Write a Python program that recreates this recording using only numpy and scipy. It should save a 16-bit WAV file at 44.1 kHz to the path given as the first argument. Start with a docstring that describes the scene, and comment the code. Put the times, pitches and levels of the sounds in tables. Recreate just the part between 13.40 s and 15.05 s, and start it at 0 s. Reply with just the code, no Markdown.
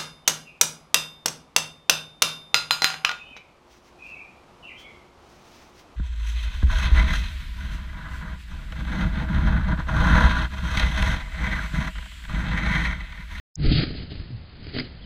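"""A bird lands in its nest box

A bird drops into a wooden nest box, brushing past the microphone, and settles on wood shavings.
Feathers and shavings crackle, its body rubs and bumps the box, and stiff quills judder along the wall;
later it shuffles once more. A thin tick sounds just before the dull sound fades in, with faint hiss and
rumble underneath. At the end a far bird chirps outside."""
import sys
import numpy as np
from scipy import signal
from scipy.fft import rfft, irfft
from scipy.io import wavfile
from scipy.ndimage import uniform_filter1d

SR = 44100
rng = np.random.default_rng(int(sys.argv[2]) if len(sys.argv) > 2 else 0)


def master(y):
    """Save y as 16-bit WAV."""
    cut = np.clip(np.atleast_2d(y).T, -1, 1)
    pcm = np.round(cut * 32767)  # scale
    wavfile.write(sys.argv[1], SR, pcm.astype(np.int16))


N = 72765
T = np.arange(N) / SR


# how hard the bird stirs feathers and shavings (time [s], level [dB])
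STIRRING = [(.168, -84), (.19, -60), (.198, -42.5), (.23, -36), (.256, -29), (.308, -29), (.32, -33.5),
            (.39, -23.5), (.412, -24.5), (.44, -24), (.452, -32.5), (.535, -40.5), (.57, -40), (.62, -38.5),
            (.68, -48.5), (.715, -42.5), (.775, -47), (.82, -43.5), (.9, -53), (1.08, -55.5), (1.255, -46),
            (1.29, -41.5), (1.325, -44), (1.348, -32), (1.402, -32.5), (1.422, -35.5), (1.468, -42),
            (1.495, -47), (1.6, -52.5), (1.65, -52)]
# tone of the rustle (frequency [Hz], relative level [dB])
RUSTLE_TONE = [(300, -22), (720, -3.5), (1000, -26.5), (1270, -0.5), (1600, -1), (2100, 2), (2700, -2),
               (3100, 2.5), (3550, -4), (4300, 5), (5000, -0.5)]
def rustle():
    """Feathers and shavings crackle as they are stirred."""
    return crackle(RUSTLE_TONE) * undb(curve(STIRRING) + 1.53 * wobble(130))


# bumps of feet and body (start [s], strength [dB], contact time [ms], crunch level [dB])
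BUMPS = [(.197, -28.5, 2.54, -46.5), (0.248, -17.5, 2.37, -52), (0.264, -23, 1.84, -43),
         (.316, -8.5, 2.76, -37), (.323, -29, 1.8, -30), (0.389, -27, 2.8, -25.5), (.42, -33, 1.2, -41),
         (0.433, -20, 2.8, -27), (0.468, -17, 4.6, -23), (0.507, -24, 1.87, -46), (0.55, -29.5, 1.56, -55),
         (0.631, -28.5, 2.9, -41), (.711, -36.5, 2.8, -41), (.719, -32.5, 1.4, -48.5),
         (0.755, -38, 2.14, -32), (0.799, -40, 2.4, -34), (0.904, -27.5, 3, -40.5),
         (1.268, -32.5, 1.7, -28), (1.348, -23, 3.8, -28), (1.365, -21, 1.6, -22),
         (1.3861, -20.5, 1.85, -12.5), (1.393, -29, 2.8, -49), (1.3972, -19.5, 2.23, -15),
         (1.403, -27.5, 3.9, -20)]
# notes of the box (pitch [Hz], time to fade by 60 dB [s], relative level [dB])
BOX_NOTES = [(70.5, 0.27, -15.5), (128, 0.18, -2.5), (165, 0.044, -0.5), (249.2, 0.069, 4),
             (296, 0.076, 1.5), (414, 0.06, 0.5), (622, 0.026, 6)]
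def bumps():
    """Each soft push makes the box ring briefly; a longer contact sounds duller."""
    pushes = 0
    for start, db, contact_ms, _ in BUMPS:
        contact_s = contact_ms / 1000
        pushes += undb(db) * swell(start, contact_s) / (contact_s * SR)
    ring = 0
    for hz, fade_s, db in BOX_NOTES:
        ring += undb(db - 60 * T / fade_s) * np.cos(2 * np.pi * hz * T)
    return undb(-2.5) * signal.fftconvolve(pushes, ring)[:N]


# tone of crushed shavings (frequency [Hz], relative level [dB])
CRUNCH_TONE = [(300, -15.5), (1000, -7), (2200, 3.5), (3500, -8.5), (4700, 5)]
def crunches(decay_s=0.0041):
    """Each bump crushes a cluster of shavings."""
    level = 0
    for start, _, _, db in BUMPS:
        level += undb(db) * (T >= start) * np.exp(-np.abs(T - start) / decay_s)
    return crackle(CRUNCH_TONE) * level


# wing movements (start [s], length [s], level [dB])
SWISHES = [(.312, 0.034, -22), (.34, 0.065, -23), (0.546, 0.057, -38), (0.697, 0.037, -41),
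           (0.718, 0.081, -45)]
# tone of the feathers (frequency [Hz], relative level [dB])
SWISH_TONE = [(900, -37.5), (1800, -9), (2900, 4), (4300, 6), (5000, 1.5)]
def swishes():
    """Wing feathers slide over one another with a bright swish."""
    level = sum(undb(db) * np.sqrt(swell(start, length)) for start, length, db in SWISHES)
    return crackle(SWISH_TONE) * level


# tone of the scuffed floor (frequency [Hz], relative level [dB])
SCUFF_TONE = [(100, -0.5), (200, -5), (290, -4), (420, -9.5), (550, -15), (800, -26), (1500, -63.5)]
# tone of the body's rumble (frequency [Hz], relative level [dB])
RUMBLE_TONE = [(15, -5.5), (35, 0.5), (70, 4), (130, -2), (195, -6), (260, -17.5), (600, -59)]
# the body moving against the box (time [s], level [dB])
RUMBLE_LEVEL = [(.16, -36), (.22, -27), (.26, -22.5), (.32, -21), (.43, -28), (.46, -30.5), (.6, -34.5),
                (.68, -40), (.8, -34.5), (.88, -42), (1.0, -39), (1.09, -46.5), (1.26, -39), (1.33, -45),
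                (1.39, -73), (1.46, -42), (1.58, -43), (1.65, -39)]
def rubbing():
    """The stirring also scuffs the wooden floor, over the rumble of the moving body."""
    scuff = steady(colour(noise(), SCUFF_TONE), 0.023) * undb(curve(STIRRING) - 1.5)
    rumble = steady(colour(noise(), RUMBLE_TONE), 0.039) * undb(curve(RUMBLE_LEVEL))
    return scuff + rumble


# puffs of air (start [s], length [s], frequency [Hz], level [dB])
PUFFS = [(0.228, 0.086, 67.9, -16), (0.242, 0.074, 25.7, -10.5), (.79, 0.034, 72, -32)]
def puffs():
    """The moving body pushes air to and fro at the microphone."""
    return sum(undb(db) * swell(start, length) ** 2 * np.sin(2 * np.pi * hz * (T - start))
               for start, length, hz, db in PUFFS)


# quills dragging on the wall (start [s], length [s], first rate [Hz], last rate [Hz], level [dB])
JUDDERS = [(.17, 0.097, 165, 142.4, -27), (.335, 0.081, 137.7, 179, -22.5),
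           (0.903, .08, 133.6, 106.4, -31.5)]
def judders(jitter=0.051, sharpness=0.14):
    """Quills stick and slip in short, uneven runs of rounded pulses."""
    sound = 0
    for start, length, first_hz, last_hz, db in JUDDERS:
        hz = np.interp(T, [start, start + length], [first_hz, last_hz])
        hz *= 1 + jitter * wobble(122.4)
        turn = np.exp(2j * np.pi * np.cumsum(hz * (T >= start)) / SR)  # one turn for each slip
        slips = np.imag(turn / (1 - sharpness * turn))  # a lopsided sine wave
        first = int(start * SR)
        sound += undb(db) * swell(start, length) * np.pad(unit(slips[first:]), (first, 0))
    return sound


# the far bird's note (time [s], pitch [Hz])
CHIRP_PITCH = [(1.606, 3020), (1.628, 3480), (1.639, 3100), (1.65, 3000)]
def chirp(level_db=-49.5, roughness_db=4):
    """A far bird gives one slightly rough peep that rises and falls."""
    level = undb(level_db + roughness_db * wobble(570)) * swell(start=1.603, length=0.064) ** 2
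    return level * np.sin(2 * np.pi * np.cumsum(curve(CHIRP_PITCH)) / SR)


# tone of the background (frequency [Hz], relative level [dB])
BACKGROUND_TONE = [(20, -3.5), (70, 20), (130, -8.5), (280, -8), (500, 0.5), (1000, -5), (2000, -5.5),
                   (3000, -7), (5000, -7)]
def background(level_db=-48):
    """Faint hiss and rumble lie under everything."""
    return undb(level_db) * colour(noise(), BACKGROUND_TONE)


def crackle(tone, snaps_per_s=2500):
    """Tiny snaps of uneven size in a bed of finer ones."""
    snaps = (rng.random(N) < snaps_per_s / SR) * np.sign(noise())
    snaps *= undb(-0.5 * np.minimum(rng.exponential(size=N), 4))
    fine_snaps = undb(2) * noise()
    return steady(colour(unit(snaps) + fine_snaps, tone), 0.01)


def undb(db):
    """Turn decibels into a multiplier."""
    return 10 ** (np.asarray(db) / 20)


def unit(x):
    """Scale to an average size (rms) of 1."""
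    return x / np.sqrt(np.mean(x ** 2))


def curve(rows):
    """Join (time, value) points by straight lines."""
    return np.interp(T, *np.array(rows).T)


def colour(x, tone):
    """Shape a sound with a tone table, at an average size of 1."""
    hz, db = np.array(tone).T
    freqs = np.maximum(np.fft.rfftfreq(N, 1 / SR), 1)
    gain = undb(np.interp(np.log(freqs), np.log(hz), db))
    return unit(irfft(rfft(x) * gain, N))


def noise():
    return rng.standard_normal(N)


def wobble(rate_hz):
    """A smooth random wander with an average size of 1."""
    size = max(int(SR / rate_hz), 2)
    return unit(uniform_filter1d(uniform_filter1d(noise(), size), size))


def steady(x, span_s):
    """Take the slow swells out of a noise."""
    return x / np.sqrt(uniform_filter1d(x ** 2, max(int(span_s * SR), 2)) + 1e-9)


def lowpass(x, hz, order):
    """Cut the treble above hz; a higher order cuts more steeply."""
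    ratio = np.minimum(np.fft.rfftfreq(N, 1 / SR) / hz, 2)
    return irfft(rfft(x) / np.sqrt(1 + ratio ** (2 * order)), N)


def swell(start, length):
    """A smooth rise and fall, timed in seconds."""
    return np.sin(np.pi * np.clip((T - start) / length, 0, 1))


def scene():
    """Add all the sounds into one channel."""
    hiss = background()
    bird = rustle() + bumps() + crunches() + swishes() + rubbing() + puffs() + judders()
    return (bird + chirp() + hiss)[None]


def record(dry):
    """A thin, high tick sounds just before the dull sound fades in."""
    tick_s, start_s, fade_s, treble_limit_hz = 0.1572, 0.16, 0.026, 5050
    fade_in = np.clip((T - start_s) / fade_s, 0, 1)
    dull = lowpass(dry[0] * fade_in, treble_limit_hz, order=150)
    spike = 1.0 * (np.arange(N) == int(tick_s * SR))
    tick = lowpass(spike, hz=7200, order=40) - lowpass(spike, treble_limit_hz, order=150)
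    tick *= undb(-22) / np.abs(tick).max()
    return lowpass(dull + tick, hz=8048, order=60)[None]


dry = scene()
out = record(dry)
master(out)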